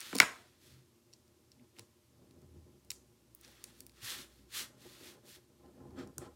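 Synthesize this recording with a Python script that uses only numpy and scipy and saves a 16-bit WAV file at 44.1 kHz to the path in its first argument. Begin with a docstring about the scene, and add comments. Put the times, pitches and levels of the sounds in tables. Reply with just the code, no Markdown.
"""A plastic pen is snatched off a desk with a clatter, then turned and picked at: short contacts ring its barrel.
Knocks ring the desk top. On a small pad the hand slides and the point scratches: grains of noise shaped as paper.
Friction of arm and pen rumbles through the desk modes, and wrist and sleeve add soft low bumps.
Below lies a small quiet room: shaped noise for air and hiss, narrow noise for hum, a gliding sine for a drone."""
import sys
import numpy as np
from scipy import signal
from scipy.fft import rfft, irfft
from scipy.io import wavfile

SR = 44100
rng = np.random.default_rng(int(sys.argv[2]) if len(sys.argv) > 2 else 0)


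def volts_from_db(level):
    """Convert decibel levels to linear amplitude ratios."""
    exponent = np.asarray(level, float) / 20
    return 10 ** exponent


def to_wav(s):
    """Save 16-bit WAV."""
    ch = np.atleast_2d(s).T  # columns
    pcm = np.round(np.clip(ch, -1, 1) * 32767)  # PCM
    wavfile.write(sys.argv[1], SR, pcm.astype(np.int16))


N = 280079   # length [samples]
CONTROL = 40   # samples between points of slow control curves


def rms_one(x):
    """Scales to rms 1."""
    return x / np.sqrt(np.mean(x ** 2) + 1e-20)


def from_control(curve):
    """Joins control points with straight lines, up to the full sample rate."""
    return np.interp(np.arange(N) / CONTROL, np.arange(len(curve)), curve)


def drift(rate_hz):
    """Slow random wander of spread 1: noise through two equal low-pass poles."""
    r = np.exp(-2 * np.pi * rate_hz * CONTROL / SR)
    noise = rng.standard_normal(N // CONTROL + 2002)
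    slow = signal.lfilter([1], [1, -2 * r, r * r], noise)[2000:]   # skips the filter's run-in
    return from_control(rms_one(slow))


def ring(clicks, hz, t60):
    """A mode: each unit click sets a sine of height 1 ringing, 60 dB down after t60 seconds."""
    r, w = 1000 ** (-1 / (t60 * SR)), 2 * np.pi * hz / SR
    return signal.lfilter([0, np.sin(w)], [1, -2 * r * np.cos(w), r * r], clicks + 1e-18)


def resonance(x, hz, width_hz):
    """Two-pole band-pass with gain 1 at its top."""
    r = np.exp(-np.pi * width_hz / SR)
    top = np.array([1, 0, -1]) * (1 - r * r) / 2
    return signal.lfilter(top, [1, -2 * r * np.cos(2 * np.pi * hz / SR), r * r], x)


def colour(x, spectrum):
    """Filters x by a spectrum drawn over log frequency; rms 1."""
    hz, level_db = np.transpose(spectrum)
    grid = np.fft.rfftfreq(N, 1 / SR) + 1
    gain = volts_from_db(np.interp(np.log(grid), np.log(hz), level_db))
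    return rms_one(irfft(rfft(x) * gain, N))


def grains(per_s, spread_db):
    """Random clicks of uneven size and either sign; rms 1."""
    sizes = volts_from_db(spread_db * np.minimum(rng.exponential(1, N), 5)) * rng.choice([-1, 1], N)
    return rms_one(sizes * (rng.random(N) < per_s / SR))


def swells(rows, octaves, shape, dulling):
    """Gains of a table of movements summed in power, one per octave offset, tilted by the last column.
    Each loses 20 dB over its rise or fall, as the power shape of time; dulling is dB per octave per dB lost."""
    peak_s, rise_s, fall_s, peak_db, slope_db = np.transpose(rows)[:, :, None]
    late = np.arange(N // CONTROL + 2) * CONTROL / SR - peak_s
    progress = np.where(late < 0, -late / rise_s, late / fall_s)
    lost_db = np.minimum(20 * progress ** shape, 100)
    gains = []
    for k in octaves:
        level_db = peak_db - lost_db + k * (slope_db - dulling * lost_db)
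        power = np.sum(volts_from_db(level_db) ** 2, axis=0)
        gains.append(from_control(np.sqrt(power)))
    return gains


# taps on the pen: (time [s], peak level [dB], brightest pitch [Hz], spread [octaves], chatter decay [ms])
PEN_TAPS = [(.0054, -28.5, 9250, 0.82, .6), (0.013, -32.5, 4430, 0.7, 0.65), (0.1296, -30, 1290, 0.49, 2),
            (0.1507, -30, 5870, 0.78, .6), (0.1549, -20, 9090, 1.3, 1.5), (0.1656, -28, 4815, 0.77, 1),
            (0.182, -25, 8650, 0.34, .8), (0.1856, -19, 4762, 1.5, 1.5), (0.201, -8, 5996, 0.86, .6),
            (0.2017, -1.5, 2113, 0.42, .3), (0.2047, -12, 1452, 0.89, 2.4), (0.2179, -17, 2108, 0.84, 1.8),
            (0.223, -19, 1463, 0.6, 2), (0.23, -18.5, 1318, 0.59, 2.5), (1.1296, -50.5, 4500, .5, 2.4),
            (1.1356, -42, 5150, 0.51, 4), (1.2793, -60.5, 5980, 1.1, .6), (1.5177, -47.5, 4980, 0.48, 4),
            (1.596, -60, 2503, .25, 6.5), (1.766, -56.5, 2500, 0.33, 6.1), (1.7865, -42.5, 3000, 1, 2.2),
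            (1.794, -34.5, 5250, 1.16, 0.72), (2.3098, -56, 4220, 0.92, 1), (2.4186, -55, 8460, 0.69, .8),
            (2.848, -54, 9080, 0.83, .6), (2.9036, -30, 5000, 0.83, .9), (2.9058, -26.5, 6200, 0.93, 1.5),
            (2.9157, -30.5, 6480, 0.83, .4), (3.3495, -35.5, 14250, 0.38, 1.3),
            (3.412, -43, 12500, 0.67, .8), (3.4478, -44, 5510, 0.3, 1.2), (3.479, -49, 5500, 0.6, 0.785),
            (3.5157, -51, 12060, .8, 2), (3.6407, -28.5, 7500, 0.91, 1.2), (3.8053, -33, 10380, 1.17, .7),
            (3.8657, -38, 11130, 1.1, .7), (3.8952, -49.5, 6000, 1.04, .5),
            (3.919, -56.5, 7100, 1.02, 0.55), (5.661, -60, 3000, 0.72, .8), (5.907, -58, 1295, 1.63, 0.76),
            (6.0742, -51, 7600, 0.87, .8), (6.1818, -24.5, 8210, 0.51, .7), (6.182, -45, 1320, 0.2, 1.1)]
# modes of the pen barrel: (pitch [Hz], relative level [dB], t60 [s])
PEN_MODES = [(974, 1.5, .012), (1200, -4.5, 0.0084), (1500, -0.5, .01), (2040, -3, 0.007),
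             (2270, -0.5, 0.013), (2600, -1.5, .007), (3430, -3, .005), (3720, -1, .005), (4500, -1, 0.014),
             (4995, -2.5, 0.012), (5701, -2, 0.013), (6480, -4, 0.0057), (7600, -2.5, 0.0078),
             (8710, 0, 0.0071), (9846, 3, 0.0042), (10400, 4, 0.0015), (12800, -3.5, 0.0016),
             (14200, -0.5, 0.001), (15600, 3, 0.0038)]


def taps():
    """A tap is a short chatter of contacts that rings the barrel modes near its brightest pitch.
    Returns what the microphone hears directly and what the walls receive."""
    size = 8192
    direct, all_round = np.zeros((2, N + size))
    age = np.arange(32) / 10   # in chatter decay times
    later = age > 0
    for s, peak_db, hz, octaves, chatter_ms in PEN_TAPS:
        strength, jitter = rng.standard_normal((2, 32))
        # the first contact is the firmest, the later ones 0.29 times as strong
        force = np.sign(strength) * np.where(later, 0.29 * np.abs(strength), 1) * np.exp(-age)
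        when = (age * chatter_ms * SR / 1000 + np.abs(jitter) * later).astype(int)   # in samples
        contacts = np.zeros(size)
        np.add.at(contacts, when, force)

        barrel = np.zeros(size)
        for k, (mode_hz, mode_db, t60) in enumerate(PEN_MODES):
            distance = np.log2(mode_hz / hz) / octaves
            level_db = mode_db - 3 * distance ** 2 + rng.standard_normal()
            barrel += volts_from_db(level_db) * ring(contacts, mode_hz, t60) * (-1) ** k

        # the contact itself, before any mode speaks, 2.5 dB over the barrel
        crack = resonance(contacts, hz, min(0.78 * hz * octaves, 9000))
        pen = barrel / np.abs(barrel).max() + volts_from_db(2.5) * crack / np.abs(crack).max()
        pen = volts_from_db(peak_db) * pen / np.abs(pen).max()

        # summed over all directions the peaks and dips even out; same energy as the direct sound
        smooth = resonance(np.arange(size) == 0, hz, min(0.87 * hz * octaves, 12000))
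        at = round(s * SR)
        direct[at:at + size] += pen
        all_round[at:at + size] += smooth * np.sqrt(np.sum(pen ** 2) / np.sum(smooth ** 2))
    return direct[:N], all_round[:N]


# strokes of skin or pen point on paper:
# (peak time [s], rise [s], fall [s], peak level before flicker [dB], brightness [dB per octave])
PAPER_STROKES = [(.02, .3, 0.49, -49, -1), (.19, .15, .05, -46, -4.5), (.645, 0.068, 0.21, -67.5, 1),
                 (.74, .15, .12, -68, -2.5), (1.775, .03, 0.083, -65, -1), (3.448, 0.021, .02, -55, -2.2),
                 (3.47, 0.11, 0.3, -65.5, -0.2), (3.62, 0.29, 0.11, -63, -3), (3.68, .05, 0.17, -66, -0.3),
                 (3.79, 0.072, .08, -70, 1.4), (3.99, 0.087, 0.12, -63, -1.5), (4.05, .04, 0.096, -48, 0.8),
                 (4.105, 0.096, 0.13, -42.5, -0.37), (4.2, .12, 0.079, -51.5, -0.2),
                 (4.36, 0.42, 0.17, -71.5, 0.3), (4.578, 0.068, 0.091, -40, 0.6),
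                 (4.85, 0.092, 0.35, -61.5, 0.03), (5.0, 0.29, 0.19, -62.5, -0.1),
                 (5.075, 0.11, 0.09, -54.5, -0.3), (5.14, .08, .045, -65, -2.3),
                 (5.29, 0.053, 0.12, -65, 2.5), (5.35, .12, 0.048, -60, 0.28),
                 (5.998, 0.041, 0.034, -49.5, -5), (6.024, 0.029, 0.046, -56.5, -4.5),
                 (6.226, .03, 0.043, -56, -5), (6.255, .04, 0.033, -57.5, -4.5)]
# spectrum of the paper fibres: (frequency [Hz], relative level [dB per Hz])
PAPER_SPECTRUM = [(290, -43.5), (500, -10.5), (660, -20), (1240, -5), (1760, -4), (1950, -3), (2430, -4.5),
                  (3550, -1.5), (13200, -9.5), (15800, -15), (16500, -43)]
# pitches the sheet favours: (pitch [Hz], width [Hz], level before a 3.5 dB cut [dB])
SHEET_PEAKS = [(1810, 230, -7.5), (2560, 200, -6.5), (3400, 350, -6.5), (4250, 380, -5.5)]
# resonances of the refill: (pitch [Hz], width [Hz], level added to the sheet [dB])
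REFILL_MODES = [(1337, 270, 6), (3210, 89, 2), (4430, 125, -1), (5430, 200, 4), (7500, 300, 6)]


def rubbing():
    """Paper fibres catch by the thousand; the sheet favours a few pitches and brightens with the stroke."""
    snags = grains(20000, spread_db=3.0) + .4 * grains(700, spread_db=3.0)   # fine fibres, coarser snags
    fibres = colour(snags, PAPER_SPECTRUM)
    peaks = sum(volts_from_db(db - 3.5) * resonance(fibres, hz, width) for hz, width, db in SHEET_PEAKS)
    spectrum = rfft(rms_one(fibres + peaks))

    octave = np.clip(np.log2(np.fft.rfftfreq(N, 1 / SR) / 3200 + 1e-9), -2, 2)   # from 3200 Hz
    gains = swells(PAPER_STROKES, np.arange(5) - .5, shape=1.7, dulling=.05)
    sheet = np.zeros(N)
    for k, gain in zip(range(-2, 3), gains):
        weight = np.clip(1 - np.abs(octave - k), 0, 1)   # overlapping octaves that sum to one
        sheet += irfft(spectrum * weight, N) * gain * volts_from_db(0.62 * drift(27))
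    sheet *= volts_from_db(.6 * drift(34))

    firm_from_s = 5.9   # from here the point is pressed hard and makes the refill sing
    point = sheet * (np.arange(N) / SR > firm_from_s)
    return sheet + sum(volts_from_db(db) * resonance(point, hz, width) for hz, width, db in REFILL_MODES)


# knocks of pen or knuckle on the desk top: (time [s], peak level [dB])
DESK_KNOCKS = [(0.1298, -33.5), (.1509, -29.5), (0.1551, -30), (0.2019, -28), (.223, -37), (.23, -43),
               (1.7858, -54), (1.794, -51.5), (2.9039, -64), (3.6404, -61.5), (5.661, -62), (5.907, -56.5),
               (6.1814, -48.5)]
# modes of the desk top, for knocks and dragging:
# (pitch [Hz], relative level [dB], t60 when dragged [s]; knocks ring 0.66 times as long)
DESK_MODES = [(90, -8.5, .12), (135, -4.5, 0.13), (205, -3.5, 0.15), (263.4, -1, 0.13), (354.3, 3.5, 0.068),
              (477, -4.5, 0.069), (585, -4.5, 0.038), (816.3, -7, 0.047), (1035, -12, .1),
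              (1330, -13, 0.014), (1750, -18.5, .03)]


def knocks():
    """A short push rings every desk mode with a strength of its own."""
    size = 8192
    out, push = np.zeros(N + size), np.zeros(size)
    push[:24] = np.hanning(24)
    push = signal.lfilter(*signal.butter(2, 150, "high", fs=SR), push)   # the board radiates little deep bass
    for s, knock_db in DESK_KNOCKS:
        desk = np.zeros(size)
        for k, (hz, db, t60) in enumerate(DESK_MODES):
            level_db = db + 2 * rng.standard_normal() + 2.9 * np.log2(hz / 300)
            desk += volts_from_db(level_db) * ring(push, hz, 0.66 * t60) * (-1) ** k
        at = round(s * SR)
        out[at:at + size] += volts_from_db(knock_db) * desk / np.abs(desk).max()
    return out[:N]


# pushes and drags of arm and pen on the desk:
# (peak time [s], rise [s], fall [s], peak level before mode levels and a 9 dB cut [dB],
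#  hardness [dB per octave])
DESK_DRAGS = [(.1, 0.42, .5, -64, -0.8), (.75, 0.18, 0.14, -64, -7.5), (1.63, .14, .04, -63.5, -4),
              (1.79, .025, 0.067, -59, -1.1), (2.23, .12, .09, -62.5, -3), (2.44, .25, 0.058, -59.5, -4),
              (2.56, 0.16, .12, -59.5, -6), (2.7, .15, .2, -64, -4.5), (2.9, 0.16, .5, -69.5, -2),
              (3.45, .04, 0.28, -63, -0.3), (3.69, 0.1, .14, -63, -2), (3.82, 0.072, 0.16, -63.5, -3),
              (4.03, .1, 0.19, -65, -4.5), (4.18, 0.27, 0.19, -59, -0.6), (4.42, .07, .13, -66, -5.5),
              (4.6, 0.16, 0.15, -58.5, 0), (5.0, 0.51, 0.49, -57, 0.5), (5.67, .1, .06, -55.5, 0.8),
              (5.79, 0.11, .25, -57.5, 0.5), (5.9, 0.28, 0.14, -53.5, -3), (5.996, .09, 0.18, -44.5, -0.8),
              (6.19, 0.036, .035, -50, -6), (6.231, 0.033, .06, -47.5, 3), (6.26, 0.033, 0.079, -48.5, 1)]


def dragging():
    """Friction under arm and pen shakes the desk modes; a harder contact reaches the higher ones."""
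    octaves = [np.log2(hz / 300) for hz, db, t60 in DESK_MODES]
    gains = swells(DESK_DRAGS, octaves, shape=1.5, dulling=.05)
    resting = volts_from_db(-74 + 2.5 * drift(4.0))   # the arm's constant light contact, before the 9 dB cut
    resting_hardness = -1.2   # dB per octave
    judder = volts_from_db(2.7 * drift(30))
    out = np.zeros(N)
    for (hz, db, t60), k, moving in zip(DESK_MODES, octaves, gains):
        contact = np.hypot(moving, resting * volts_from_db(resting_hardness * k))
        mode = rms_one(ring(judder * grains(2500, spread_db=1.5), hz, t60))
        out += volts_from_db(db - 9.0) * contact * mode
    return out


# soft bumps of wrist and sleeve on the desk:
# (time [s], peak level [dB], pitch [Hz], length between the 1/e points [s])
SOFT_BUMPS = [(0.759, -60, 129.7, 0.15), (1.617, -59, 242, 0.049), (1.815, -56.5, 110, 0.037),
              (4.04, -51, 115, 0.032), (4.42, -63.5, 273, 0.052), (5.995, -43, 260.7, 0.039)]


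def bumps():
    """A padded contact swells and fades on one low pitch."""
    t = np.arange(N) / SR
    out = np.zeros(N)
    for s, db, hz, length in SOFT_BUMPS:
        out += volts_from_db(db) * np.exp(-(2 * (t - s) / length) ** 2) * np.sin(2 * np.pi * hz * t)
    return out


# reverberation of the room: (frequency [Hz], t60 [s], relative level [dB])
ROOM_DECAY = [(150, 0.27, -3), (501.3, 0.51, -0.5), (1140, 0.37, 2.5), (3000, 0.24, -3.5),
              (8000, 0.31, -1.5), (15000, .17, -1)]


def room(x):
    """Dense reflections: noise in half-octave steps, each dying at its own rate, after a short gap."""
    t = np.arange(SR // 2) / SR
    hz, t60s, levels_db = np.transpose(ROOM_DECAY)
    onset = np.clip((t - .003) / 0.0058, 0, 1)   # 3 ms gap, then a 5.8 ms rise
    edges, tail = np.geomspace(100, 18000, 16), np.zeros(len(t))
    for low, high in zip(edges, edges[1:]):
        centre = np.log(low * high) / 2
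        t60 = np.interp(centre, np.log(hz), t60s)
        level_db = np.interp(centre, np.log(hz), levels_db)
        band_pass = signal.butter(2, [low, high], "band", fs=SR, output="sos")
        band = signal.sosfilt(band_pass, rng.standard_normal(len(t)))
        tail += volts_from_db(level_db) * band * 1000 ** (-t / t60) * onset
    return signal.fftconvolve(x, tail / np.sqrt(np.sum(tail ** 2)))[:N]


# swells of a low drone: (peak time [s], rise [s], fall [s], peak rms level before wander [dB], pitch [Hz])
DRONE_SWELLS = [(.25, .6, 0.28, -74, 88), (.72, .4, .4, -76.5, 84), (1.6, 0.51, .9, -77, 82),
                (2.58, 0.33, 0.19, -58.5, 80.4), (2.95, .4, 0.23, -70.5, 64), (3.4, .35, 0.98, -74, 61),
                (4.4, 1.5, 0.31, -68.5, 60.3), (4.9, 0.37, 0.34, -77.5, 60), (5.4, 0.24, .5, -79, 70),
                (5.68, .25, 0.15, -68.5, 69.4), (5.96, .2, .5, -64.5, 84), (6.3, .4, .4, -66.5, 78)]


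def drone():
    """A sine whose pitch glides from one swell to the next, over a faint constant bed."""
    hz = np.interp(np.arange(N) / SR, *np.transpose(DRONE_SWELLS)[[0, 4]])
    swell = swells(DRONE_SWELLS, [0], shape=1.2, dulling=0)[0]   # octave 0: the pitch column adds no tilt
    gain = np.hypot(swell, volts_from_db(-82.5)) * volts_from_db(0.72 * drift(6.0))
    return np.sqrt(2) * gain * np.sin(2 * np.pi * np.cumsum(hz) / SR)


# wavering hum lines: (pitch [Hz], width of each of two filter passes [Hz], rms level [dB])
HUM_LINES = [(118, 13, -77), (231, 12, -81.5), (344, 48, -80.5), (606, 20, -89)]


def hum():
    """Each hum line is noise passed twice through a narrow resonance, so that it wavers."""
    out = np.zeros(N)
    for hz, width, db in HUM_LINES:
        once = resonance(rng.standard_normal(N), hz, width)
        out += volts_from_db(db) * rms_one(resonance(once, hz, width))
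    return out


# spectrum of room air and microphone hiss: (frequency [Hz], relative level [dB per Hz])
AIR_SPECTRUM = [(15, -44.5), (25, -16.5), (87, -4), (128, -1.5), (192, -7.5), (288, -8.5), (349, -1),
                (445, -15), (726, -21), (1030, -15.5), (1470, -21), (5420, -20), (13300, -24.5),
                (15200, -29), (16500, -45.5)]


def room_air():
    """Room air and microphone hiss: steady noise given one broad spectrum."""
    return volts_from_db(-71.5) * colour(rng.standard_normal(N), AIR_SPECTRUM)


def scene():
    """Pen, paper and desk in the room, over its hum."""
    direct, all_round = taps()
    contact = rubbing() + knocks()
    reverberant = volts_from_db(-14) * room(all_round + contact)
    background = drone() + hum() + room_air()
    return (direct + contact + reverberant + dragging() + bumps() + background)[None]


def low_pass(x):
    """Removes everything above the highest recorded frequency."""
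    return signal.sosfilt(signal.butter(12, 17010, fs=SR, output="sos"), x)


def record(dry):
    """The microphone cuts the deepest bass, below 52 Hz."""
    bass_cut = signal.butter(8, 52, "high", fs=SR, output="sos")
    return low_pass(signal.sosfilt(bass_cut, dry))


dry = scene()
out = record(dry)
to_wav(out)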